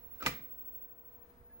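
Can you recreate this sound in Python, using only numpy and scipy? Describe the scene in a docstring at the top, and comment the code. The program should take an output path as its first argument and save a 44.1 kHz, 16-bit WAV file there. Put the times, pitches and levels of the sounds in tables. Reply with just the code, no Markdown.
"""A machine's fan hums, a picture tube whines and throbs high above, and a hand rustles faintly.
At 0.2 s a large plastic disc is pressed onto a player's hub and rubs, squeaking, over its catches.
At 0.26 s it snaps home: it cracks, rings briefly and shakes the tray, and a small room answers.
Fan and whine carry on under a few dull handling bumps and, near the end, one tiny chirp."""
import sys
import numpy as np
from scipy import signal
from scipy.fft import rfft, irfft, next_fast_len
from scipy.io import wavfile
from scipy.ndimage import map_coordinates

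SR = 44100
rng = np.random.default_rng(int(sys.argv[2]) if len(sys.argv) > 2 else 0)


def wav_record(signal):
    """Record a signal, one row per channel, as 16-bit PCM in the file named by sys.argv[1]."""
    frames = np.transpose(np.atleast_2d(signal))
    bounded = np.clip(frames, -1, 1)
    # unit amplitude maps onto the largest positive 16-bit level
    quanta = np.round(bounded * 32767).astype(np.int16)
    wavfile.write(sys.argv[1], SR, quanta)


N = 70560  # 1.6 s

# Contacts as the disc seats: start_s, level_db, crack_gain_db
SNAPS = [(.2265, -41.5, -4.5), (0.2617, -29, 6), (.2630, -24, -1), (.2670, -25, -9), (.2795, -37.5, -6.5)]
# EQ of the crack: freq_hz, gain_db
CRACK_EQ = [(200, -17.5), (900, -1.5), (2000, 4.5), (3000, 1.5), (5000, -10), (7500, -1.5), (9500, -14.5),
            (14000, -9), (16000, -32)]
# The disc's strong modes: pitch_hz, gain_db, t60_s
DISC_MODES = [(498, -9.5, 0.13), (684.7, -14.5, 0.071), (956, -8.5, 0.04), (1167.5, -4, 0.036),
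              (1222, -2.5, 0.045), (1554, -15.5, 0.14), (1825, -19, 0.32), (1999, -5, .05),
              (2223, -5, .045), (2380, -5, 0.073), (3700, -16, .06), (4550, -21, 0.062), (5270, -16, 0.037),
              (7640, -14.5, 0.031)]
# Its many weak modes, played as a wash of noise: freq_hz, gain_db
WASH_EQ = [(100, -5), (300, -3.5), (650, -4), (1100, -2.5), (2100, 8), (2900, -2), (4000, 0), (7500, -11),
           (9500, -13), (15000, -23)]
# Decay of that wash: freq_hz, t60_s
WASH_DECAY = [(200, 0.18), (1500, 0.05), (5000, .075), (14000, 0.12)]
# Stereo image of the disc's noises: freq_hz, correlation
DISC_IMAGE = [(100, .97), (500, 0.79), (1500, 0.53), (5000, 0.17), (14000, 0.13)]

def disc_snaps():
    """Each contact with the hub cracks and sets the disc ringing briefly."""
    attack_s = 0.00027
    out = np.zeros((2, N))
    for start, level_db, crack_db in SNAPS:
        t = since(start)
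        crack = noise(CRACK_EQ, DISC_IMAGE) * struck(t, attack_s, t60_s=0.016)
        wash = damped(noise(WASH_EQ, DISC_IMAGE), start, WASH_DECAY) * rise(t, attack_s)
        modes = ring(DISC_MODES, t, attack_s)
        out += amp(level_db) * (amp(crack_db) * crack + amp(-4.5) * wash + amp(-4) * modes)
    return out


# Strokes over the catches: start_s, length_s, level_db, squeak_gain_db, squeak_hz
RUBS = [(0.2026, 0.009, -56, 8, 1390), (0.22, 0.0091, -44.5, 5, 1350), (0.2344, 0.023, -49, -3.5, 2360),
        (0.2532, 0.0037, -41, -4, 998.6)]
# EQ of the scrape: freq_hz, gain_db
SCRAPE_EQ = [(60, -26), (250, 3), (500, 4.5), (800, -7), (1150, -4), (1800, -7), (2400, -1.5), (3200, -9.5),
             (5200, -10), (9000, -29.5), (15000, -31)]

def disc_rubs():
    """Tiny slips scrape the hub; the rim squeaks with the wavering tone of slips falling into step."""
    slips_per_s, scatter_db, pitch_wander = 2500, 4, 0.079
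    out = np.zeros((2, N))
    for start, length, level_db, squeak_db, squeak_hz in RUBS:
        slips = (rng.random((2, N)) < slips_per_s / SR) * rng.choice([-1, 1], (2, N))
        slips = slips * amp(scatter_db * rng.standard_normal((2, N)))
        scrape = stereo(slips, SCRAPE_EQ, DISC_IMAGE)
        pitch_hz = squeak_hz * (1 + pitch_wander * wobble(400))
        squeak = unit(np.sin(2 * np.pi * np.cumsum(pitch_hz) / SR))
        stroke = rise(since(start), attack_s=0.0017) * decay(since(start + length), t60_s=0.043)
        out += amp(level_db) * stroke * (scrape + amp(squeak_db) * squeak)
    return out


# Pushes on the tray: start_s, level_db, cutoff_hz
THUDS = [(0.2239, -53, 400), (0.2604, -39, 357), (0.2789, -45.5, 330), (.309, -47, 150)]
# The tray's modes: pitch_hz, gain_db, t60_s
TRAY_MODES = [(57, -6.5, 0.16), (125.4, -6, 0.18), (157.4, -5.5, 0.18), (211.4, -1.5, 0.18),
              (248, -1.5, 0.16), (272, 2.5, 0.1)]

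def tray_thuds():
    """The tray gives under the hand with short, low thuds, each duller than the one before."""
    out = np.zeros(N)
    for start, level_db, cutoff_hz in THUDS:
        modes = ring(TRAY_MODES, since(start), attack_s=0.0026)
        lowpass = lambda hz: 1 / (1 + 1j * np.sqrt(2) * hz / cutoff_hz - (hz / cutoff_hz) ** 2)
        out += amp(level_db) * filtered(modes, lowpass)
    return out


# Panning of disc and tray: freq_hz, left_over_right_db
PLAYER_PAN = [(60, -1.5), (200, -3), (380, -3.5), (700, 1.5), (1300, 0), (2300, -3.5), (4400, -2),
              (8000, -0.2), (15000, -1.5)]

def placed_right(x):
    """The player sits a little to the right: the left ear hears it later and mostly softer."""
    left_lag_s = 0.00015
    lag = lambda hz: np.exp(-2j * np.pi * hz * left_lag_s * SIDES)
    return filtered(x, lambda hz: pan(along(PLAYER_PAN, hz)) * lag(hz))


# Reverb time: freq_hz, t60_s
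ROOM_DECAY = [(100, 0.56), (300, 0.55), (900, 0.35), (2000, 0.35), (5000, 0.33), (9000, 0.25), (15000, .17)]
# Reverb EQ: freq_hz, gain_db
ROOM_EQ = [(80, -3.5), (250, -3.5), (900, -5.5), (2000, -2), (4000, -2.5), (8000, -2.5), (15000, 5)]
# Stereo image of the reverb: freq_hz, correlation
ROOM_IMAGE = [(100, 1), (400, .6), (1200, 0.0015), (10000, 0.42)]

def room(x):
    """A small room's diffuse answer; from each snap on, the sound feeds a fresh noise tail."""
    predelay_s, crossfade_s = 0.0051, 0.001
    build_up = rise(since(predelay_s), attack_s=0.0049)
    edges = [0, *(start for start, _, _ in SNAPS), N / SR]
    gates = [np.clip(since(edge) / crossfade_s, 0, 1) for edge in edges]
    out = np.zeros((2, N))
    for opens, closes in zip(gates, gates[1:]):
        tail = damped(noise(ROOM_EQ, ROOM_IMAGE), 0, ROOM_DECAY) * build_up
        tail /= np.linalg.norm(tail[0])
        out += signal.fftconvolve(x * (opens - closes), tail, axes=1)[:, :N]
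    return out


# Fader curve of the hand's rustle: time_s, level_db
RUSTLE_FADER = [(0, -77), (.03, -74), (.11, -79.5), (.155, -73), (.22, -71.5), (.55, -79), (.8, -78),
                (.88, -90), (1.03, -98), (1.1, -78), (1.2, -84), (1.29, -77), (1.45, -88), (1.6, -83.5)]
# EQ of the rustle: freq_hz, gain_db
RUSTLE_EQ = [(200, -8), (1300, 0.5), (2500, -4.5), (5200, -8.5), (8000, -12), (14000, -17.5)]
# Stereo image of the rustle: freq_hz, correlation
RUSTLE_IMAGE = [(200, .6), (3000, 0.19)]
# Dull handling bumps: peak_s, half_width_s, level_db
BUMPS = [(.09, 0.055, -62.5), (0.251, 0.011, -50.5), (.405, 0.021, -63), (0.591, 0.026, -63.5),
         (1.41, 0.031, -62.5)]
# Bass-heavy EQ of the bumps: freq_hz, gain_db
BUMP_EQ = [(20, -7), (50, -5), (80, -2.5), (120, -15.5), (300, -37.5), (2000, -100)]

def handling():
    """The moving hand: faint rustle, dull bumps and one tiny chirp."""
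    t = since(0)
    rustle_db = np.interp(t, *np.transpose(RUSTLE_FADER)) + 1.5 * wobble(74)
    rustle = amp(rustle_db) * noise(RUSTLE_EQ, RUSTLE_IMAGE)
    bump_envelope = sum(amp(db) * swell(peak, half_width) for peak, half_width, db in BUMPS)
    bumps = bump_envelope * noise(BUMP_EQ, BACKGROUND_IMAGE)
    chirp_tone = unit(np.sin(2 * np.pi * 1690 * t + 0.5 * wobble(150)))
    chirp = amp(-71) * swell(peak_s=1.515, half_width_s=0.011) * chirp_tone
    return rustle + pan(-2.5) * bumps + chirp


# Drift of the whine: time_s, level_db, left_over_right_db, left_phase_lead_rad
WHINE_DRIFT = [(0, -55, -9, 2.2), (.2, -49, -7, 1.1), (.45, -48, -3, 0.21), (0.679, -46, 1, 0.45),
               (.82, -47, -3, 0.8), (.95, -56.5, 7.5, 0.95), (1.101, -53.5, -2, 0.53),
               (1.22, -58.5, 10.5, 1.8), (1.35, -68, 4, 4), (1.6, -52.5, -2, 2.65)]

def tube_whine():
    """A picture tube's thin line tone throbs and drifts between the ears."""
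    pitch_hz = 15735
    throb_hz, throb_depth, throb_peak_s = 12.75, 0.5, 0.603
    t = since(0)
    times, *curves = np.transpose(WHINE_DRIFT)
    level_db, pan_db, phase_lead = (np.interp(t, times, curve) for curve in curves)
    throb = 1 + throb_depth * np.cos(2 * np.pi * throb_hz * (t - throb_peak_s))
    tone = np.sin(2 * np.pi * pitch_hz * t + SIDES * phase_lead)
    return amp(level_db) * pan(pan_db) * unit(throb * tone)


# EQ of the fan's air noise: freq_hz, gain_db
AIR_EQ = [(20, -8.5), (30, -3.5), (55, -0.5), (80, -3), (120, -11.5), (170, -10.5), (250, -10.5),
          (370, -13), (480, -10), (560, -17), (900, -16), (1700, -23), (3200, -36), (5200, -39),
          (8500, -43.5), (11500, -42), (13000, -33), (14000, -51)]
# Stereo image of the air noise and the handling bumps: freq_hz, correlation
BACKGROUND_IMAGE = [(50, 0.81), (200, 0.71), (600, 0.18), (2000, 0.1), (10000, 0.1)]
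# The fan motor's tones: pitch_hz, level_db
MOTOR_TONES = [(251, -76.5), (480.5, -71), (670.5, -77), (960, -83), (9162, -90.5)]

def fan():
    """The fan moves air with a soft rush while its motor hums a few wavering tones."""
    waver_db = 1.5
    hum = np.zeros(N)
    for pitch_hz, level_db in MOTOR_TONES:
        gain = amp(level_db - waver_db * wobble(18))
        hum += gain * unit(np.sin(2 * np.pi * pitch_hz * since(0) + 0.22 * wobble(5)))
    air = amp(-64) * noise(AIR_EQ, BACKGROUND_IMAGE)
    return pan(-1.86) * (air + hum)


def amp(db):
    """Decibels to gain."""
    return 10 ** (np.asarray(db) / 20)


def unit(x):
    """x at rms 1."""
    return x / np.sqrt(np.mean(x ** 2) + 1e-20)


def along(curve, hz):
    """A curve's value at hz, on a log frequency axis."""
    freqs, values = np.transpose(curve)
    return np.interp(np.log(hz + 1), np.log(freqs + 1), values)


def wobble(rate_hz):
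    """A smooth random curve through rate_hz points a second."""
    points = rng.standard_normal(int(N * rate_hz / SR) + 4)
    return map_coordinates(points, [np.arange(N) * rate_hz / SR])


def since(start):
    """Seconds since start, zero before it."""
    return np.maximum(np.arange(N) / SR - start, 0)


def rise(t, attack_s):
    """An attack easing from 0 up to 1."""
    return 1 - np.exp(-t / attack_s)


def decay(t, t60_s):
    """A fall of 60 dB every t60_s."""
    return np.exp(-np.log(1000) * t / t60_s)


def struck(t, attack_s, t60_s):
    """A quick rise and an exponential decay."""
    return rise(t, attack_s) * decay(t, t60_s)


def swell(peak_s, half_width_s):
    """A bell-shaped rise and fall."""
    return np.exp(-0.5 * ((since(0) - peak_s) / half_width_s) ** 2)


def ring(modes, t, attack_s):
    """Damped modes, each starting at a random phase."""
    return sum(amp(db) * struck(t, attack_s, t60) * np.sin(2 * np.pi * (hz * t + rng.random()))
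               for hz, db, t60 in modes)


def filtered(x, response):
    """x through a complex frequency response."""
    size = next_fast_len(N + SR // 2)
    return irfft(rfft(x, size) * response(np.fft.rfftfreq(size, 1 / SR)), size)[..., :N]


def damped(x, start, t60_curve):
    """From start on, each frequency of x dies at its own speed."""
    hz, t, spectra = signal.stft(x, SR, nperseg=256)
    fade = decay(np.maximum(t - start, 0), along(t60_curve, hz)[:, None])
    return signal.istft(spectra * fade, SR, nperseg=256)[1][:, :N]


SIDES = np.array([[0.5], [-0.5]])  # splits a difference between left and right

def pan(left_over_right_db):
    """Left and right gains."""
    return amp(SIDES * left_over_right_db)


def stereo(pair, eq, image):
    """Two unrelated signals, equalised and blended as mid and side, at rms 1."""
    angle = lambda hz: np.arccos(np.clip(along(image, hz), -1, 1)) / 2
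    mid, side = filtered(pair, lambda hz: amp(along(eq, hz)) * [np.cos(angle(hz)), np.sin(angle(hz))])
    return unit(np.array([mid + side, mid - side]))


def noise(eq, image):
    """Coloured stereo noise at rms 1."""
    return stereo(rng.standard_normal((2, N)), eq, image)


def scene():
    """Disc and tray in their room, over the hand, the fan and the picture tube."""
    reverb_db = -8
    player = placed_right(disc_rubs() + disc_snaps() + tray_thuds())
    return player + amp(reverb_db) * room(player) + handling() + fan() + tube_whine()


def record(dry):
    """A brick-wall high cut just above the whine."""
    return filtered(dry, lambda hz: hz < 16200)


dry = scene()
out = record(dry)
wav_record(out)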